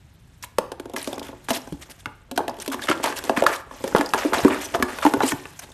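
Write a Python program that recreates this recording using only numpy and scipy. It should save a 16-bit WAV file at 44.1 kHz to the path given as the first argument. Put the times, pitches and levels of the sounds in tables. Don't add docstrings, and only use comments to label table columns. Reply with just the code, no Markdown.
import sys
import numpy as np
from scipy import signal
from scipy.fft import rfft, irfft
from scipy.io import wavfile

SR = 44100
rng = np.random.default_rng(int(sys.argv[2]) if len(sys.argv) > 2 else 0)


def master(y):
    cut = np.clip(np.atleast_2d(y).T, -1, 1)
    pcm = np.round(cut * 32767)
    wavfile.write(sys.argv[1], SR, pcm.astype(np.int16))


N = 253001

# (time [s], level [dB], boom of big panels [dB], rap of the edge [dB], surface tick [dB], panel pitch [Hz])
KNOCKS = [(0.438, -39, -7, 20, -5, 1080), (0.584, -11, -5.5, 1.5, 0, 910), (0.718, -21.5, 1, 0.5, 0, 510),
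          (0.798, -30.5, 6, 6.5, 4, 500), (0.856, -34, 7.5, 0, -2, 510), (0.897, -30.5, -4, -29, -5, 490),
          (0.936, -29.5, -2, -15, 2, 704), (0.963, -24, -24, 11.5, 4.5, 1180),
          (1.074, -18.5, -5, -22, 0, 580), (1.129, -19.5, -19, -13, -5, 540), (1.181, -34, 1, 8, 6, 444),
          (1.195, -35.5, 0, -12, 12, 614), (1.287, -39.5, 5.5, 12, -13, 394),
          (1.486, -22.5, -6, 9, -17, 910), (1.505, -9.5, 1.5, -0.5, -2, 690),
          (1.673, -31, -2, -20, -11, 950), (1.724, -30.5, 10, -4, -1, 430), (2.058, -23, -5, 14, -8, 1430),
          (2.071, -36.5, -3.5, -5, -19, 1520), (2.313, -29.5, 3, 3, 10.5, 610),
          (2.376, -10, -13, -10, -3, 744), (2.391, -17, -20, -18, -15, 830),
          (2.404, -15.5, -22, -20, -28, 620), (2.48, -17, -27, -1.5, -3, 710),
          (2.493, -24, -1, -17, -13, 855), (2.509, -25, -22, -34, -29, 794), (2.661, -32, -7, 5, 9.5, 1390),
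          (2.678, -18.5, 0.5, -12, 1, 450), (2.717, -25, -18, -16, -13, 1470),
          (2.743, -21, 0, -17, 0, 1180), (2.794, -28, -6, 2, -17, 1560), (2.872, -29, -18, 9, 3.5, 1450),
          (2.887, -17, -3, 14.5, -7, 1520), (2.898, -9.5, -3, -13, -7.5, 496),
          (2.914, -20.5, -1, 16.5, -21, 1360), (3.04, -14, -8, -27, 1, 770),
          (3.059, -10, -31, -14, -5.5, 1010), (3.073, -18, -22, -12, -12, 890),
          (3.125, -21.5, -20, 3, -8, 1140), (3.239, -22.5, -21, -14, 1.5, 577),
          (3.295, -10, -5, 0.5, -8, 666), (3.373, -20.5, 6, 15, 2, 1660), (3.422, -9, -26, -2, -11.5, 650),
          (3.438, -13, -13, -8, -6, 684), (3.465, -5, -25, 2, -4, 1500),
          (3.711, -27.5, -11, -20, -29, 1160), (3.84, -12.5, -27, -5.5, -11.5, 513),
          (3.877, -22, -27, 1, 1, 434), (3.926, -29, -17, 5, -22, 414), (3.949, -6.5, -12, -1.5, -20, 850),
          (3.962, -5.5, -26, -22, -10, 1050), (3.983, -17, -18, -12, 0, 476), (4.01, -11, -8, 3.5, -5, 766),
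          (4.136, -10.5, -30, 9, -1.5, 1170), (4.144, -7.5, -8, -10, -11, 935),
          (4.249, -15, -5, -20, -9, 416), (4.333, -13, -23, 3, -11, 1350),
          (4.335, -9.5, -39, -10, -8, 1220), (4.343, -24.5, -32, 15.5, -22, 1490),
          (4.388, -13, -37, -22, -7, 645), (4.448, -12, 14, 5.5, -8, 400),
          (4.481, -16.5, -21, -14, -5, 1150), (4.544, -26.5, 1, 9, 2, 1440),
          (4.748, -6.5, -32, -11, -34, 583), (4.799, -33, 19.5, 11, -1, 457),
          (4.825, -10, -1, 6.5, 0, 1270), (4.986, -19.5, -40, 8, -4, 1080),
          (5.035, -34, -23, -15, -15, 1210), (5.05, -10.5, -15, -19, -7, 965),
          (5.064, -10, -21, 2.5, -10, 866), (5.137, -12, 2, 3.5, -4, 760), (5.169, -19, -17, -25, -21, 434),
          (5.205, -10, -25, 1, -31, 840), (5.213, -9.5, -20, -20, -28, 770),
          (5.234, -13, -19, -11, -2, 483), (5.32, -18, -1, 9, -10, 643), (5.455, -33, -19, 12, -6, 400)]
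# (frequency [Hz], relative level [dB], t60 [s])
BOX_MODES = [(166, 2, 0.0041), (225.6, -8, 0.059), (280, -1.5, 0.065), (358.3, -13, 0.25),
             (414, 2.5, 0.018), (483.5, -18.5, 0.14), (561, -13, 0.14), (658, -7, 0.078), (710, -45, 0.045),
             (863.7, -5.5, 0.054), (930.6, -13.5, 0.1), (1070, 0, 0.021), (1438, -6.5, 0.032),
             (1660, -9.5, 0.041), (2130, -17, 0.026), (2520, -9, 0.0063), (2980, 3.5, 0.00024)]
KNOCK_S = 0.0024
KNOCK_SCATTER_DB, KNOCK_DRIVE_DB = 1, 4.5
LOAD_DETUNE = 0.05
SPOT_DB, SPOT_T60_S = -2.5, 0.025


def knocks(size=6144):
    blows = contacts(np.full(len(KNOCKS), KNOCK_S), chatter=0.082)
    scatter, bend = rng.standard_normal((len(KNOCKS), len(BOX_MODES), 2)).T[..., None]
    _, knock_db, *_, panel_hz = np.transpose(KNOCKS)[..., None]
    spot = from_db(knock_db + SPOT_DB) * response(panel_hz, SPOT_T60_S, size)
    body = 0
    for k, (hz, level_db, t60) in enumerate(BOX_MODES):
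        strength = from_db(level_db + KNOCK_SCATTER_DB * scatter[k] + KNOCK_DRIVE_DB)
        gain = mode_sign(k) * reach(hz)[:, None] * strength
        body = body + gain * response(hz * (1 + LOAD_DETUNE * bend[k]), t60, size)
    rows = irfft(rfft(blows, size) * body + spot, size)
    return train(KNOCKS, rows, np.ones(len(KNOCKS)))


BOOM_HZ, RAP_HZ = 281, 2185
BOOM_SLOPE_DB, PANEL_SLOPE_DB, RAP_SLOPE_DB = 10, 12, 14


def reach(hz):
    _, knock_db, boom_db, rap_db, _, panel_hz = np.transpose(KNOCKS)
    boom = from_db(boom_db - BOOM_SLOPE_DB * abs(np.log2(hz / BOOM_HZ)))
    panel = from_db(-PANEL_SLOPE_DB * abs(np.log2(hz / panel_hz)))
    rap = from_db(rap_db - RAP_SLOPE_DB * max(0, np.log2(RAP_HZ / hz)))
    return from_db(knock_db) * np.sqrt(boom ** 2 + panel ** 2 + rap ** 2)


PUSH_CYCLES = 0.19


def push_pole(hz):
    return np.exp(-hz / (PUSH_CYCLES * SR))


def response(hz, t60, size):
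    z = np.exp(-2j * np.pi * np.arange(size // 2 + 1) / size)
    r, w = from_db(-60 / (t60 * SR)), 2 * np.pi * hz / SR
    soft = push_pole(hz)
    push = 1.07 * (1 - soft) / (1 - soft * z)
    return push * np.sin(w) * z / (1 - 2 * r * np.cos(w) * z + (r * z) ** 2)


def mode_sign(k):
    return (-1) ** (k // 2)


SHUDDER_DB = -19.5
SHUDDER_T60_S, SHUDDER_RISE_S, SHUDDER_HZ = 0.3, 0.0075, (227, 1080)
# (frequency [Hz], width [Hz], added level [dB])
HOLLOW = [(282, 100, 6), (434, 35, 8), (602, 38, 4), (852, 150, 11)]


def shudder():
    t = np.arange(SR // 4) / SR
    band = signal.butter(2, SHUDDER_HZ, "band", fs=SR, output="sos")
    noise = signal.sosfilt(band, rng.standard_normal((len(KNOCKS), len(t))))
    hollow = noise.copy()
    for hz, width_hz, level_db in HOLLOW:
        hollow += from_db(level_db) * signal.lfilter(*signal.iirpeak(hz, hz / width_hz, fs=SR), noise)
    envelope = from_db(-60 * t / SHUDDER_T60_S) * (1 - np.exp(-t / SHUDDER_RISE_S))
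    return train(KNOCKS, rms_one(hollow) * envelope, from_db(np.transpose(KNOCKS)[1] + SHUDDER_DB))


def rolling(rumble_db):
    grain = from_db(rumble_db - 27.5 + 0.3 * lumps(64.0)) * grit(900.0, spread_db=9.0)
    out = np.zeros(N)
    for k, (hz, level_db, t60) in enumerate(BOX_MODES):
        soft = push_pole(hz)
        drive = 1.14 * (1 - soft) * min(1, (900 / hz) ** 2)
        force = signal.lfilter([drive], [1, -soft], grain)
        out += mode_sign(k) * from_db(level_db) * ring(force, hz, t60)
    return out


def box(rumble_db):
    out = knocks() + shudder() + rolling(rumble_db)
    return signal.sosfilt(signal.butter(2, 130, "high", fs=SR, output="sos"), out)


# (time [s], peak level [dB], pitch [Hz], t60 [s])
RINGS_AND_THUDS = [(0.5855, -5, 524, 0.018), (0.588, -28.5, 194, 0.049), (1.505, -18.5, 248, 0.03),
                   (1.57, -30, 307, .06), (1.722, -25, 170, 0.062), (1.729, -26, 281, 0.093),
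                   (1.739, -36.5, 65.4, 0.079), (2.071, -37, 122, 0.048), (2.317, -28, 273, 0.11),
                   (2.362, -32, 280, 0.069), (2.377, -18.5, 728, 0.057), (2.378, -17, 1515, 0.018),
                   (2.38, -23, 279, 0.075), (2.389, -19.5, 850, 0.053), (2.682, -23.5, 268, 0.23),
                   (3.296, -13.5, 710, 0.03), (3.3, -21, 394, 0.054), (3.378, -19, 230, 0.028),
                   (3.4235, -4.5, 618, 0.02), (3.466, -5, 1390, 0.023), (3.949, -1, 480, 0.0097),
                   (3.952, -16.5, 178, 0.022), (3.988, -17, 470, 0.019), (3.995, -13.5, 288, 0.071),
                   (4.1363, -5, 1100, 0.0086), (4.252, -12.5, 305, 0.11), (4.349, -35, 77, 0.043),
                   (4.434, -25, 109, 0.034), (4.449, -3, 371, 0.033), (4.481, -12.5, 1150, 0.018),
                   (4.789, -34, 77.4, .075), (4.83, -29.5, 77, 0.05), (5.051, -7.5, 940, 0.023),
                   (5.052, -9.5, 298, 0.13), (5.063, -11.5, 900, 0.05), (5.066, -10.5, 308, 0.061),
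                   (5.14, -17, 294, 0.069), (5.176, -29.5, 120, 0.035), (5.238, -13, 267, 0.11),
                   (5.327, -19.5, 272, 0.077), (5.338, -26.5, 134, 0.045)]
RING_RISE_CYCLES = 0.51


def rings_and_thuds():
    t = np.arange(SR // 5) / SR
    _, peak_db, hz, t60 = np.transpose(RINGS_AND_THUDS)[..., None]
    envelope = from_db(-60 * t / t60) * (1 - np.exp(-t * hz / RING_RISE_CYCLES))
    rows = np.sin(2 * np.pi * hz * t) * envelope
    return train(RINGS_AND_THUDS, peak_one(rows), from_db(peak_db))


# (time [s], peak level [dB], brightest frequency [Hz])
SNAGS = [(0.426, -26, 5830), (0.9164, -44, 3280), (0.9824, -22, 5460), (0.994, -45, 7500),
         (1.016, -25, 3960), (1.0277, -22.5, 10000), (1.044, -21.5, 2440), (1.141, -33, 5000),
         (1.1583, -36, 6500), (1.194, -29, 4870), (1.229, -29, 3250), (1.248, -36, 3320),
         (1.268, -31, 3040), (1.2836, -32, 3420), (1.617, -35, 5500), (1.6726, -37, 6040),
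         (2.4958, -27, 4830), (2.542, -37, 2980), (2.568, -36, 2950), (2.588, -32, 3340),
         (2.6003, -24, 5900), (2.6206, -20, 9300), (2.6474, -33, 3000), (2.7, -27, 3390),
         (2.8374, -18.5, 3550), (2.9756, -30, 3330), (3.2515, -27, 6470), (3.5372, -25, 5700),
         (3.56, -23, 3540), (4.0605, -19.5, 4960), (4.09, -24, 5330), (4.105, -30, 2740),
         (4.341, -16, 3180), (4.364, -34, 5500), (4.3835, -18, 3900), (4.603, -29, 3370),
         (4.6227, -35, 7240), (5.0135, -27, 3530), (5.592, -28.5, 6260), (5.636, -35, 3670),
         (5.702, -40, 6310), (5.7176, -37, 3600), (5.7314, -36, 7160)]
SNAG_S, SNAG_SHARPNESS = 0.0031, 14.0
KNOCK_TICK_S, KNOCK_TICK_SHARPNESS, KNOCK_TICK_HZ = 0.0039, 3.0, 3140
TICK_RISE_S = 0.00013


def ticks():
    events = [(*row, SNAG_SHARPNESS, SNAG_S) for row in SNAGS]
    for s, level_db, _, _, tick_db, _ in KNOCKS:
        events.append((s, level_db + tick_db, KNOCK_TICK_HZ, KNOCK_TICK_SHARPNESS, KNOCK_TICK_S))
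    _, peak_db, bright_hz, sharpness, decay_s = np.transpose(events)
    rise = 1 - np.exp(-np.arange(1, SR // 25 + 1) / (TICK_RISE_S * SR))
    treble = signal.butter(2, 2000, "high", fs=SR, output="sos")
    bursts = signal.sosfilt(treble, contacts(decay_s, chatter=0.81) * rise)
    for burst, hz, q in zip(bursts, bright_hz, sharpness):
        burst += 0.63 * q * signal.lfilter(*signal.iirpeak(hz, q, fs=SR), burst)
    return train(events, peak_one(bursts), from_db(peak_db))


# (time [s], fur hiss level [dB], relative rumble level of rolling and shoving [dB])
SHUFFLING = [(0.0, -67.5, -70), (0.4, -65.5, -83), (0.62, -67, -51), (0.75, -70, -59), (0.96, -63, -31),
             (1.13, -65, -30.5), (1.32, -60.5, -36.5), (1.71, -56, -81), (1.87, -59.5, -48),
             (2.15, -64.5, -60), (2.36, -74, -56), (2.49, -63.5, -38), (2.82, -49, -36.5), (3.09, -49, -28),
             (3.4, -49.5, -29), (3.57, -76, -59), (3.85, -43, -36), (4.04, -50.5, -48), (4.37, -45, -19.5),
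             (4.6, -43.5, -30.5), (4.82, -47.5, -37), (5.19, -45, -35), (5.49, -51, -57),
             (5.73, -58, -44.5)]


def shuffling():
    s, *columns = np.transpose(SHUFFLING)
    return [np.interp(np.arange(N) / SR, s, column) for column in columns]


# (frequency [Hz], relative density [dB per Hz])
HISS_SPECTRUM = [(1500, 3), (3000, 6.5), (4700, 4), (5300, 6), (8300, 5.5), (10300, 0.5), (11500, 2),
                 (13500, 8)]
RASP_SPECTRUM = [(600, 16.5), (1200, 11.5), (1700, 13.5), (2400, 8.5), (3500, 3.5), (6000, -66)]
TEAR_SPECTRUM = [(600, -7), (1200, 23), (2400, -7.5), (4500, 8), (8000, -10)]
RASP_DB, RASP_FROM_RUMBLE = -4, 0.33
CRACKLE_DB = -7
TEAR_PER_S, TEAR_DB = 820, -6


def scraping(hiss_db, rumble_db):
    rasp_db = RASP_DB + hiss_db + RASP_FROM_RUMBLE * (rumble_db - hiss_db)
    grip = lumps(100.0)
    stroke_hiss, stroke_rasp = strokes()
    hiss_gain = from_db(hiss_db) + stroke_hiss
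    rasp_gain = from_db(rasp_db) + stroke_rasp
    hiss = coloured(grit(6000.0, spread_db=-9.5), HISS_SPECTRUM) * from_db(0.23 * grip)
    rasp = coloured(grit(1500.0, spread_db=2.5), RASP_SPECTRUM) * from_db(1.54 * (grip + lumps(73.0)))
    out = hiss_gain * from_db(CRACKLE_DB) * crackle()
    tearing = coloured(grit(TEAR_PER_S, spread_db=2.0), TEAR_SPECTRUM)
    out += stroke_rasp * from_db(TEAR_DB) * patchy(tearing, flicker_db=2.5)
    out += hiss_gain * patchy(hiss, flicker_db=3.5)
    return out + rasp_gain * patchy(rasp, flicker_db=2.0)


# (time [s], length [s], hiss level [dB], rasp level [dB])
STROKES = [(0.423, 0.024, -38, -60), (0.958, 0.2, -38, -41), (1.22, 0.1, -49, -44),
           (1.439, 0.015, -55.5, -83), (1.484, 0.035, -30, -31), (1.529, 0.042, -30, -67),
           (1.56, 0.017, -40, -62), (1.812, 0.023, -41.5, -47.5), (1.896, 0.024, -44.5, -67),
           (1.987, 0.021, -50.5, -73), (2.358, 0.0061, -32.5, -67), (2.598, 0.029, -38, -66),
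           (2.715, 0.023, -32, -33), (2.815, 0.046, -37.5, -42), (2.882, 0.05, -36, -19.5),
           (3.027, 0.014, -29, -35), (3.04, 0.086, -36, -24.5), (3.159, 0.03, -31.5, -39),
           (3.242, 0.068, -45.5, -48), (3.363, 0.045, -38.5, -26), (3.46, 0.05, -35.5, -24),
           (3.513, 0.1, -40, -31), (3.526, 0.034, -39.5, -37), (3.709, 0.073, -57, -49),
           (3.95, 0.12, -42, -26.5), (4.153, 0.018, -42, -30), (4.175, 0.12, -35.5, -23.5),
           (4.331, 0.17, -32, -23), (4.499, 0.091, -44, -26.5), (4.608, 0.026, -36.5, -35),
           (4.636, 0.022, -38.5, -65), (4.739, 0.018, -34, -23), (4.882, 0.28, -45.5, -33.5),
           (5.021, 0.077, -36, -26), (5.216, 0.036, -36.5, -28), (5.254, 0.069, -30, -40),
           (5.59, 0.0065, -32, -37.5), (5.617, 0.026, -45, -41)]
STROKE_EDGE_S = 0.0039
HISS_FADE_DB_PER_S, RASP_FADE_DB_PER_S = 83, 183
DIG_FADE_PER_S = 4.5
GLIDE_RISE_S = 0.0011


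def strokes():
    t, gains = np.arange(N) / SR, np.zeros((2, N))
    for s, length_s, hiss_db, rasp_db in STROKES:
        during = slice(round(s * SR), round((s + length_s) * SR))
        since = t[during] - s
        fade = max(0, HISS_FADE_DB_PER_S + DIG_FADE_PER_S * (rasp_db - hiss_db))
        swell = 1 - 0.15 * np.exp(-since / GLIDE_RISE_S)
        gains[0, during] += from_db(hiss_db - fade * since) * swell
        gains[1, during] += from_db(rasp_db - RASP_FADE_DB_PER_S * since)
    r = np.exp(-1 / (STROKE_EDGE_S * SR))
    return signal.lfilter([1 - r], [1, -r], gains)


def crackle():
    snaps = grit(400, spread_db=2.5)
    dealt = rng.integers(0, 10, N)
    pitches = np.geomspace(1600, 9000, 10)
    return rms_one(sum(ring(snaps * (dealt == k), hz, 25.0 / hz) for k, hz in enumerate(pitches)))


def patchy(x, flicker_db):
    edges = np.geomspace(500, 14000, 15)
    out = np.zeros(N)
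    for k, edge in enumerate(zip(edges, edges[1:])):
        band = signal.sosfilt(signal.butter(2, edge, "band", fs=SR, output="sos"), x)
        out += (-1) ** k * from_db(flicker_db * lumps(40.0)) * band
    return rms_one(out)


# (time [s], length [s], peak level [dB], pitch [Hz])
SQUEAKS = [(1.13, 0.0035, -29, 3500), (2.82, 0.0092, -28, 1700), (4.06, .006, -46, 4960),
           (4.643, 0.018, -30.5, 6000), (5.221, 0.013, -27.5, 3990)]


def squeaks():
    t = np.arange(SR // 40) / SR
    _, length_s, peak_db, hz = np.transpose(SQUEAKS)[..., None]
    waver = 0.046 * np.cumsum(rng.standard_normal((len(SQUEAKS), len(t))), axis=1)
    swell = np.sin(np.pi * np.minimum(t / length_s, 1))
    return train(SQUEAKS, np.sin(2 * np.pi * hz * t + waver) * swell, from_db(peak_db))


ROOM_T60_S, TREBLE_T60_S, WALL_CUT_HZ = 0.49, 0.32, 1800


def room(x):
    lows = signal.lfilter(*signal.butter(1, WALL_CUT_HZ, fs=SR), x)
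    low_tail = tail(lows, ROOM_T60_S, start_s=0.013)
    return low_tail + 0.54 * tail(x - lows, TREBLE_T60_S, start_s=0.0047)


SPOT_CHANGE_S = 0.19


def tail(x, t60, start_s):
    t = np.arange(SR // 3) / SR
    turn = np.arange(N) / (SPOT_CHANGE_S * SR)
    echoes = rng.standard_normal((3, len(t))) * from_db(-60 * t / t60) * (1 - np.exp(-t / start_s))
    echoes /= np.sqrt(np.sum(echoes ** 2, axis=1, keepdims=True))
    shares = np.sqrt(2 / 3) * np.abs(np.cos(np.pi * (turn - np.arange(3)[:, None]) / 3))
    return signal.oaconvolve(x * shares, echoes, axes=1).sum(axis=0)[:N]


# (frequency [Hz], relative density [dB per Hz])
ROOM_TONE = [(12, -30), (20, -34), (37, -3), (86, 0), (141, -5), (157, -4), (195, -12.5), (503, -25.5),
             (913, -26.5), (3950, -34), (13000, -75)]


def room_tone():
    return from_db(-51.5) * coloured(rng.standard_normal(N), ROOM_TONE)


def from_db(db):
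    return 10 ** (np.asarray(db) / 20)


def rms_one(x):
    return x / np.sqrt(np.mean(x ** 2) + 1e-20)


def peak_one(rows):
    return rows / np.max(np.abs(rows), axis=1, keepdims=True)


def coloured(x, spectrum):
    hz, level_db = np.transpose(spectrum)
    bins = np.arange(N // 2 + 1) * SR / N + 1
    gain = from_db(np.interp(np.log(bins), np.log(hz), level_db))
    return rms_one(irfft(rfft(x) * gain, N))


def ring(force, hz, t60):
    r, w = from_db(-60 / (t60 * SR)), 2 * np.pi * hz / SR
    return signal.lfilter([0, np.sin(w)], [1, -2 * r * np.cos(w), r * r], force + 1e-18)


def grit(per_s, spread_db):
    sizes = from_db(spread_db * np.minimum(rng.exponential(1, N), 5)) * rng.choice([-1, 1], N)
    return rms_one(sizes * (rng.random(N) < per_s / SR))


def lumps(corner_hz):
    r = np.exp(-16 * np.pi * corner_hz / SR)
    slow = rms_one(signal.lfilter([1], [1, -2 * r, r * r], rng.standard_normal(N // 8 + 2)))
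    return np.interp(np.arange(N) / 8, np.arange(len(slow)), slow)


def contacts(decays_s, chatter):
    t = np.arange(SR // 25) / SR
    fade = np.exp(-t / np.clip(decays_s, 3e-4, .02)[:, None])
    rows = chatter * rng.standard_normal((len(decays_s), len(t))) * fade
    rows[:, 0] = 1
    return rows / np.sqrt(np.sum(rows ** 2, axis=1, keepdims=True))


def train(events, rows, gains):
    out = np.zeros(N + rows.shape[1])
    for (s, *_), row, gain in zip(events, rows, gains):
        at = round(s * SR)
        out[at:at + len(row)] += gain * row
    return out[:N]


ROOM_DB = -11
RINGS_ROOM_DB = -4


def scene():
    hiss_db, rumble_db = shuffling()
    play = box(rumble_db) + squeaks() + ticks() + scraping(hiss_db, rumble_db)
    tone = room_tone()
    rings = rings_and_thuds()
    reflections = from_db(ROOM_DB) * room(play + from_db(RINGS_ROOM_DB) * rings)
    return (play + rings + reflections + tone)[None]


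CEILING, CUTOFF_HZ = 0.72, 13550


def record(dry):
    rounded = dry / (1 + np.abs(dry / CEILING) ** 8) ** (1 / 8)
    return signal.sosfilt(signal.cheby2(14, 50, CUTOFF_HZ, fs=SR, output="sos"), rounded)


dry = scene()
out = record(dry)
master(out)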